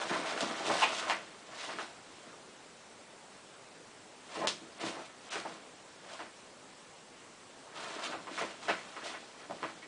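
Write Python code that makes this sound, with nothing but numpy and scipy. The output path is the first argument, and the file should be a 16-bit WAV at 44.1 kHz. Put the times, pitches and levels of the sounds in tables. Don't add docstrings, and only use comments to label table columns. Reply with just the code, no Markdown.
import sys
import numpy as np
from scipy import signal
from scipy.fft import rfft, irfft, next_fast_len
from scipy.io import wavfile
from scipy.ndimage import uniform_filter1d

SR = 44100
rng = np.random.default_rng(int(sys.argv[2]) if len(sys.argv) > 2 else 0)


def elevation(decibels):
    levels = np.asarray(decibels, float)
    return 10 ** (levels / 20)


def waveform_to_disk(signal):
    frames = np.transpose(np.atleast_2d(signal))
    scaled = np.clip(frames, -1, 1) * 32767
    samples = np.round(scaled).astype(np.int16)
    wavfile.write(sys.argv[1], SR, samples)


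N = 435266

# frequency_hz, density_db
HISS_SPECTRUM = [(15, -34), (25, -12), (90, -21), (131, -5.5), (172, -5), (210, -2), (365, -2), (446, -1),
                 (602, -2.5), (876, -4), (2270, -9.5), (7750, -15.5), (9950, -18), (12900, -86),
                 (21900, -120)]
HISS_LEVEL_DB = -54.5
# frequency_hz, level_db
WHINE_LINES = [(7552.5, -79), (7582.3, -77.5), (7612, -85), (7822, -83), (7852.4, -82), (7882.3, -82.5)]
# start_s, length_s, low_hz, high_hz
TREBLE_HOLES = [
    (.835, .02, 9600, 10500),
    (1.138, .01, 5200, 7200),
    (4.461, .008, 3200, 10500),
    (4.787, .01, 4600, 8000),
    (5.293, .01, 4000, 10500),
]
# frequency_hz, t60_s
ROOM_DECAY = [(200, 0.48), (530, 0.12), (1400, 0.23), (3700, 0.25), (9000, 0.3)]
# delay_s, level_db
REFLECTIONS = [
    (.0014, -14),
    (.0099, -7),
    (.0175, -10),
    (.0228, -15),
]
# frequency_hz, width_hz, level_db
BAG_MODES = [(223, 33, -15), (326, 18, 1), (650, 30, -1.5), (1060, 200, -9), (1374, 57, -14.5),
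             (1960, 94, -18), (2650, 74, -33)]

# start_s, level_db, pitch_hz
CLAW_FLICKS = [(0.377, -22, 1400), (0.5, -27.5, 1060), (0.7, -24.5, 800), (1.786, -32, 1300),
               (9.822, -44, 1830), (5.462, -41, 706), (6.192, -35, 1490), (8.126, -33, 1290),
               (8.27, -36, 1070), (8.377, -41, 1260), (8.683, -26.5, 626), (8.697, -24.5, 534),
               (8.712, -27, 2050), (8.965, -36, 1250), (9.509, -28, 690), (9.63, -30.5, 990)]
FLICK_ROOM_DB = -3.5
# start_s, level_db, pitch_hz, lower_mode_db, room_db
SINGLE_POPS = [(0.4068, -15, 3400, -3, -4), (4.472, -8.8, 3540, -11, -2.5), (0.7, -25.5, 620, -12, 6.5),
               (0.821, -19.5, 935, -6.5, 2.5), (0.92, -24, 2580, -1, -8), (1.098, -12, 1824, -1, 1),
               (1.108, -22, 1500, -8, 5), (1.692, -30.5, 1190, -16, 6), (1.786, -26, 1180, -7, 5),
               (5.356, -24.5, 1190, 0, 3), (5.451, -31, 651, -10, 7), (6.193, -37, 820, -12, 6),
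               (6.204, -36, 1600, -3, 5), (7.668, -46, 970, -14, 7), (8.124, -30, 1200, -12, 7.5),
               (8.271, -33, 1020, -13, 2.5), (8.377, -25, 1200, -8, 7), (8.692, -24, 2150, -12, 5),
               (8.965, -33, 1090, -3.5, 5), (9.498, -30, 520, -2, 0), (9.629, -22, 1115, -5.5, 0)]
# start_s, level_db, pitch_hz, room_db
DULL_SNAPS = [(0.249, -39.5, 644, 15.5), (0.499, -24.5, 1000, -1), (0.599, -28.5, 603, 3),
              (0.7, -33, 636, 6), (1.026, -22.5, 1310, 4), (1.809, -32, 686, 5), (4.352, -31, 1050, 6.5),
              (4.411, -31.5, 766, 12), (4.434, -24, 556, 8.5), (4.476, -15, 3300, -8),
              (4.609, -54, 302, 15.5), (4.839, -28.5, 346, 1.5), (4.969, -30, 595, 1),
              (4.985, -34, 714, -3), (6.099, -37, 1100, 4), (6.192, -37, 2400, 2),
              (7.757, -39.5, 1020, 5.5), (7.978, -37.5, 890, 13), (8.14, -25.5, 540, 1.5),
              (8.683, -20, 1380, 11), (8.686, -23.5, 584, 7.5), (9.392, -42, 1560, 7), (9.509, -39, 700, 2),
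              (9.821, -40, 1830, 13)]
# start_s, level_db, pitch_hz, room_db
CRISP_RUNS = [
    (0.103, -27, 490, 9.5),
    (0.82, -18, 910, 13.5),
    (2.329, -37, 510, -6),
    (7.839, -30, 646, 3),
    (8.051, -29.5, 1350, 7.5),
    (8.412, -17, 704, -2.5),
    (8.618, -43, 412, 9),
    (9.016, -38, 595, 9),
    (9.05, -35, 700, 8),
    (9.139, -29.5, 700, 5),
]
POP_HIGHER_DB, DULL_HIGHER_DB, CRISP_HIGHER_DB = -20, -28, -1.5

# frequency_hz, density_db
PAPER_SPECTRUM = [(41, -55), (70, -16), (160, -12), (197, -7.5), (270, -3), (312, -4.5), (462, -1.5),
                  (618, 1), (809, -3.5), (3110, -6.5), (9950, -20), (12900, -64), (21900, -120)]
PANEL_PITCHES = [536, 800, 1144, 1370, 2050]
# peak_s, level_db, rise_s, fall_s
WALL_SHOVES = [(0.115, -42, 0.024, 0.23), (0.2, -48, .05, .08), (0.35, -44.5, 0.13, 0.17),
               (0.43, -42, 0.049, 0.036), (0.505, -36.5, 0.023, 0.071), (0.61, -45, .04, 0.034),
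               (0.68, -35.5, 0.055, 0.17), (0.9, -50, .2, 0.28), (1.04, -46.5, 0.13, .2),
               (1.78, -50.5, 0.28, 0.14), (2.25, -59.5, 0.28, 0.48), (4.37, -41, .05, 0.13),
               (4.46, -47, .1, .07), (4.67, -55, 0.16, .08), (4.84, -42.5, 0.071, 0.13),
               (4.992, -45.5, .06, 0.056), (5.352, -50, 0.056, .3), (5.53, -49.5, .2, 0.036),
               (5.692, -57.5, 0.14, .03), (6.21, -54, .04, .09), (7.98, -51, 0.32, .1),
               (8.1, -49, 0.2, 0.25), (8.3, -47.5, .1, .12), (8.41, -43, 0.079, .12), (8.7, -55, 0.026, .1),
               (9.02, -52.5, 0.036, 0.28), (9.5, -42, 0.0067, 0.1), (9.63, -45.5, .008, 0.058),
               (9.79, -57.5, .05, 0.22)]
# peak_s, level_db, rise_s, fall_s
BODY_PUSHES = [(0.0, -38.5, .05, 0.43), (0.14, -33.5, .05, 0.081), (0.23, -39, .2, 1),
               (0.412, -36, .012, 0.14), (0.61, -47, 0.15, .1), (0.704, -35, 0.022, 0.12),
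               (0.8, -36, 0.34, 0.36), (1.13, -33.5, 0.13, 0.084), (1.53, -50.5, 0.055, .5),
               (1.7, -46.5, 0.21, 0.34), (1.8, -58.5, 0.22, 0.097), (2.3, -58, .3, 0.27),
               (4.376, -49, 0.2, .2), (4.474, -44.5, 0.072, .085), (4.65, -73, .3, .5),
               (4.84, -45.5, .1, 0.36), (4.96, -48, .2, 0.1), (5.352, -49, 0.077, 0.33),
               (5.46, -52, .012, 0.32), (6.15, -50.5, 0.27, .05), (6.208, -46, 0.051, 0.12),
               (7.79, -45, .11, 0.57), (8.0, -44, 0.17, 0.4), (8.275, -51, 0.017, 0.34),
               (8.42, -38, 0.076, 0.11), (8.7, -33.5, 0.059, 0.12), (8.97, -47, .012, 0.18),
               (9.15, -47.5, 0.51, 0.07), (9.45, -51, 0.12, .03), (9.635, -40.5, 0.019, 0.11)]
# peak_s, level_db, rise_s, fall_s
FUR_RUBS = [(0.0, -39.5, .05, 0.41), (0.15, -38.5, 0.16, 0.15), (0.27, -39.5, .15, 0.58),
            (0.41, -37, 0.031, 0.2), (0.59, -44, 0.22, 0.07), (0.67, -36.5, .08, 0.63),
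            (0.84, -32, 0.24, 0.025), (0.99, -36.5, 0.35, 0.079), (1.1, -36.5, 0.051, 0.061),
            (1.62, -40, 0.15, 0.18), (1.82, -45, 0.36, 0.12), (2.2, -59, 0.78, 0.62),
            (4.35, -44.5, .12, 0.37), (4.474, -26.5, 0.0076, 0.043), (4.815, -39.5, .04, 0.15),
            (4.875, -37.5, 0.076, 0.091), (5.06, -51.5, 0.44, 0.054), (5.27, -53, .1, 0.24),
            (5.33, -34.5, 0.041, 0.13), (5.482, -52.5, 0.16, 0.33), (6.126, -45.5, 0.11, 0.15),
            (7.76, -44.5, 0.025, 0.64), (7.95, -46.5, 0.2, 0.13), (8.04, -36, 0.032, 0.066),
            (8.12, -43, 0.051, 0.046), (8.39, -41, 0.15, .25), (8.63, -46, .05, 0.82),
            (9.05, -42, 0.047, 0.24), (9.4, -51.5, .045, 0.09), (9.63, -50, 0.26, .3), ]
SWELL_DB = 20


def evened(x):
    return x / np.sqrt(np.mean(x ** 2) + 1e-20)


def read(points, hz):
    f, value = np.transpose(points)
    return np.interp(np.log(hz + 1), np.log(f + 1), value)


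def add(mix, s, sound):
    part = mix[round(s * SR):][:len(sound)]
    part += sound[:len(part)]


def coloured(x, spectrum):
    size = next_fast_len(len(x))
    gain = elevation(read(spectrum, np.fft.rfftfreq(size, 1 / SR)))
    return irfft(rfft(x, size) * gain, size)[:len(x)]


def ring(x, hz, width):
    return signal.lfilter(*signal.iirpeak(hz, hz / width, SR), x)


def band(x, lo_hz, hi_hz):
    return signal.sosfilt(signal.butter(2, [lo_hz, hi_hz], "bandpass", fs=SR, output="sos"), x)


def camera_noise():
    z = rng.standard_normal((N // 256 + 5, 513, 3)).T
    patches = evened(uniform_filter1d(uniform_filter1d(z[2], 12, 0), 10, 1))
    colour = read(HISS_SPECTRUM, np.fft.rfftfreq(1024, 1 / SR))[:, None]
    bins = (z[0] + 1j * z[1]) * elevation(colour + 1.07 * patches)
    hiss = signal.istft(bins, nperseg=1024, noverlap=768)[1][:N]
    t = np.arange(N) / SR
    whine = np.zeros(N)
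    for hz, db in WHINE_LINES:
        whine += elevation(db) * np.sqrt(2) * np.sin(2 * np.pi * (hz * t + rng.random()))
    return elevation(HISS_LEVEL_DB) * evened(hiss) + whine


def treble_holes(x):
    hz, t, z = signal.stft(x, SR, nperseg=256, noverlap=192)
    empty = rng.random((len(hz) // 3 + 1, len(t) // 6 + 1)) < .04
    empty = np.kron(empty, np.ones((3, 6)))[:len(hz), :len(t)]
    empty = empty * (hz[:, None] > 4600)
    for s, length, lo_hz, hi_hz in TREBLE_HOLES:
        empty[np.ix_((hz > lo_hz) & (hz < hi_hz), (t > s) & (t < s + length))] = 1
    return signal.istft(z * (1 - empty), SR, nperseg=256, noverlap=192)[1][:N]


def room_tail():
    taps = np.zeros(SR // 2)
    at = np.arange(60, len(taps) - 20, 16)
    taps[at + rng.integers(0, 16, len(at))] = rng.choice([-1., 1.], len(at))
    hz, t, z = signal.stft(taps, SR, nperseg=256)
    decay = elevation(-60 * t / read(ROOM_DECAY, hz)[:, None])
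    out = signal.istft(z * decay, SR, nperseg=256)[1]
    out *= 1 - np.exp(-np.arange(len(out)) / (0.0026 * SR))
    return elevation(3.5) * out / np.linalg.norm(out)


def bedroom(x):
    turn = 2 * np.pi * 4.5 * np.arange(N) / SR
    out = np.zeros(N)
    for k in range(3):
        share = np.sqrt(2 / 3) * abs(np.cos(turn + k * np.pi / 3))
        out += signal.oaconvolve(x * share, room_tail())[:N]
    return out


def early_reflections(x):
    out = x.copy()
    for s, db in REFLECTIONS:
        add(out, s, elevation(db) * x)
    return out


def hollow_bag(x):
    return x + sum(elevation(db) * ring(x, hz, width) for hz, width, db in BAG_MODES)


def flick(db, hz):
    kick = signal.unit_impulse(2000)
    width = 0.16 * hz
    sound = ring(kick, hz, width) + .7 * ring(kick, 1.18 * hz, width)
    return elevation(db) * sound / abs(sound).max()


def panel(kicks, db, hz, higher_db, lower_db):
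    main = ring(ring(kicks, hz, 0.69 * hz), hz, 1.13 * hz)
    top = min(1.07 * hz, 5000), min(3.58 * hz, 7500)
    higher = band(band(kicks, *top), *top)
    lower = band(kicks, 0.34 * hz, 0.74 * hz)
    sound = evened(main) + elevation(higher_db) * evened(higher) + elevation(lower_db) * evened(lower)
    return elevation(db) * sound / abs(sound).max()


def single_pop(db, hz, lower_db):
    return panel(signal.unit_impulse(2000), db, hz, POP_HIGHER_DB, lower_db)


def snap(db, hz, higher_db):
    kicks = np.zeros(6000)
    delay, size = rng.random((2, 30))
    at = (delay ** 1.8 * .022 * SR).astype(int)
    np.add.at(kicks, at, 1.06 * (size - .5) * (1.2 - delay))
    kicks[0] += 1
    return panel(kicks, db, hz, higher_db, lower_db=-16.0)


def creases_giving_way():
    events = [(s, single_pop(db, hz, lower_db), room_db) for s, db, hz, lower_db, room_db in SINGLE_POPS]
    for table, higher_db in (DULL_SNAPS, DULL_HIGHER_DB), (CRISP_RUNS, CRISP_HIGHER_DB):
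        events += [(s, snap(db - 5.0, hz, higher_db), room_db) for s, db, hz, room_db in table]
    events += [(s, flick(db, hz), FLICK_ROOM_DB) for s, db, hz in CLAW_FLICKS]
    return events


def effort(gestures):
    s, db, rise, fall = np.transpose(gestures)[:, :, None]
    t = np.arange(0, N + 64, 64) / SR
    away = np.where(t < s, (s - t) / np.maximum(rise, .005), (t - s) / np.maximum(fall, .005))
    power = (elevation(db - SWELL_DB * away) ** 2).sum(0)
    return np.interp(np.arange(N) / SR, t, power)


def pops(per_s, spread_db, clump_db):
    size = elevation(spread_db * np.minimum(rng.exponential(1, N), 5)) * rng.choice([-1., 1.], N)
    clumps = evened(uniform_filter1d(uniform_filter1d(rng.standard_normal(N), 700), 700))
    return size * (rng.random(N) < per_s / SR) * elevation(clump_db * clumps)


def crinkle():
    shove, push, rub = effort(WALL_SHOVES), effort(BODY_PUSHES), effort(FUR_RUBS)
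    walls = band(pops(per_s=530, spread_db=3.0, clump_db=3.0), 89, 497)
    panels = np.zeros(N)
    for hz in PANEL_PITCHES:
        panels += ring(pops(per_s=700, spread_db=2.5, clump_db=3.0), hz, 0.59 * hz)
    panels = band(panels, 460, 2680)
    creases = band(pops(per_s=6200, spread_db=3.0, clump_db=1.26), 2490, 10000)
    layers = [(walls, 0.0, shove + elevation(2 * -12) * push),
              (panels, -1.0, push + elevation(2 * -5) * rub),
              (creases, -2.5, rub + elevation(2 * -33.5) * push)]
    return sum(evened(coloured(voice, PAPER_SPECTRUM)) * elevation(db) * np.sqrt(power)
               for voice, db, power in layers)


def scene():
    rustle = crinkle()
    direct = np.zeros(N)
    to_room = elevation(-8.5) * rustle
    for s, sound, room_db in creases_giving_way():
        add(direct, s + 0.00074, sound)
        add(to_room, s + .0008, elevation(room_db) * sound)
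    paper = elevation(0.86) * rustle + early_reflections(direct) + bedroom(to_room)
    heard = band(hollow_bag(paper), 110, 14000)
    return (elevation(-2.5) * heard + camera_noise())[None]


def band_limit(x):
    return signal.sosfilt(signal.butter(12, 10100, fs=SR, output="sos"), x)


def record(dry):
    lowpass = signal.firwin(1023, 10110, window=("kaiser", 9), fs=SR)
    limited = signal.oaconvolve(treble_holes(dry[0]), lowpass, "same")
    return band_limit(limited[None])


dry = scene()
out = record(dry)
waveform_to_disk(out)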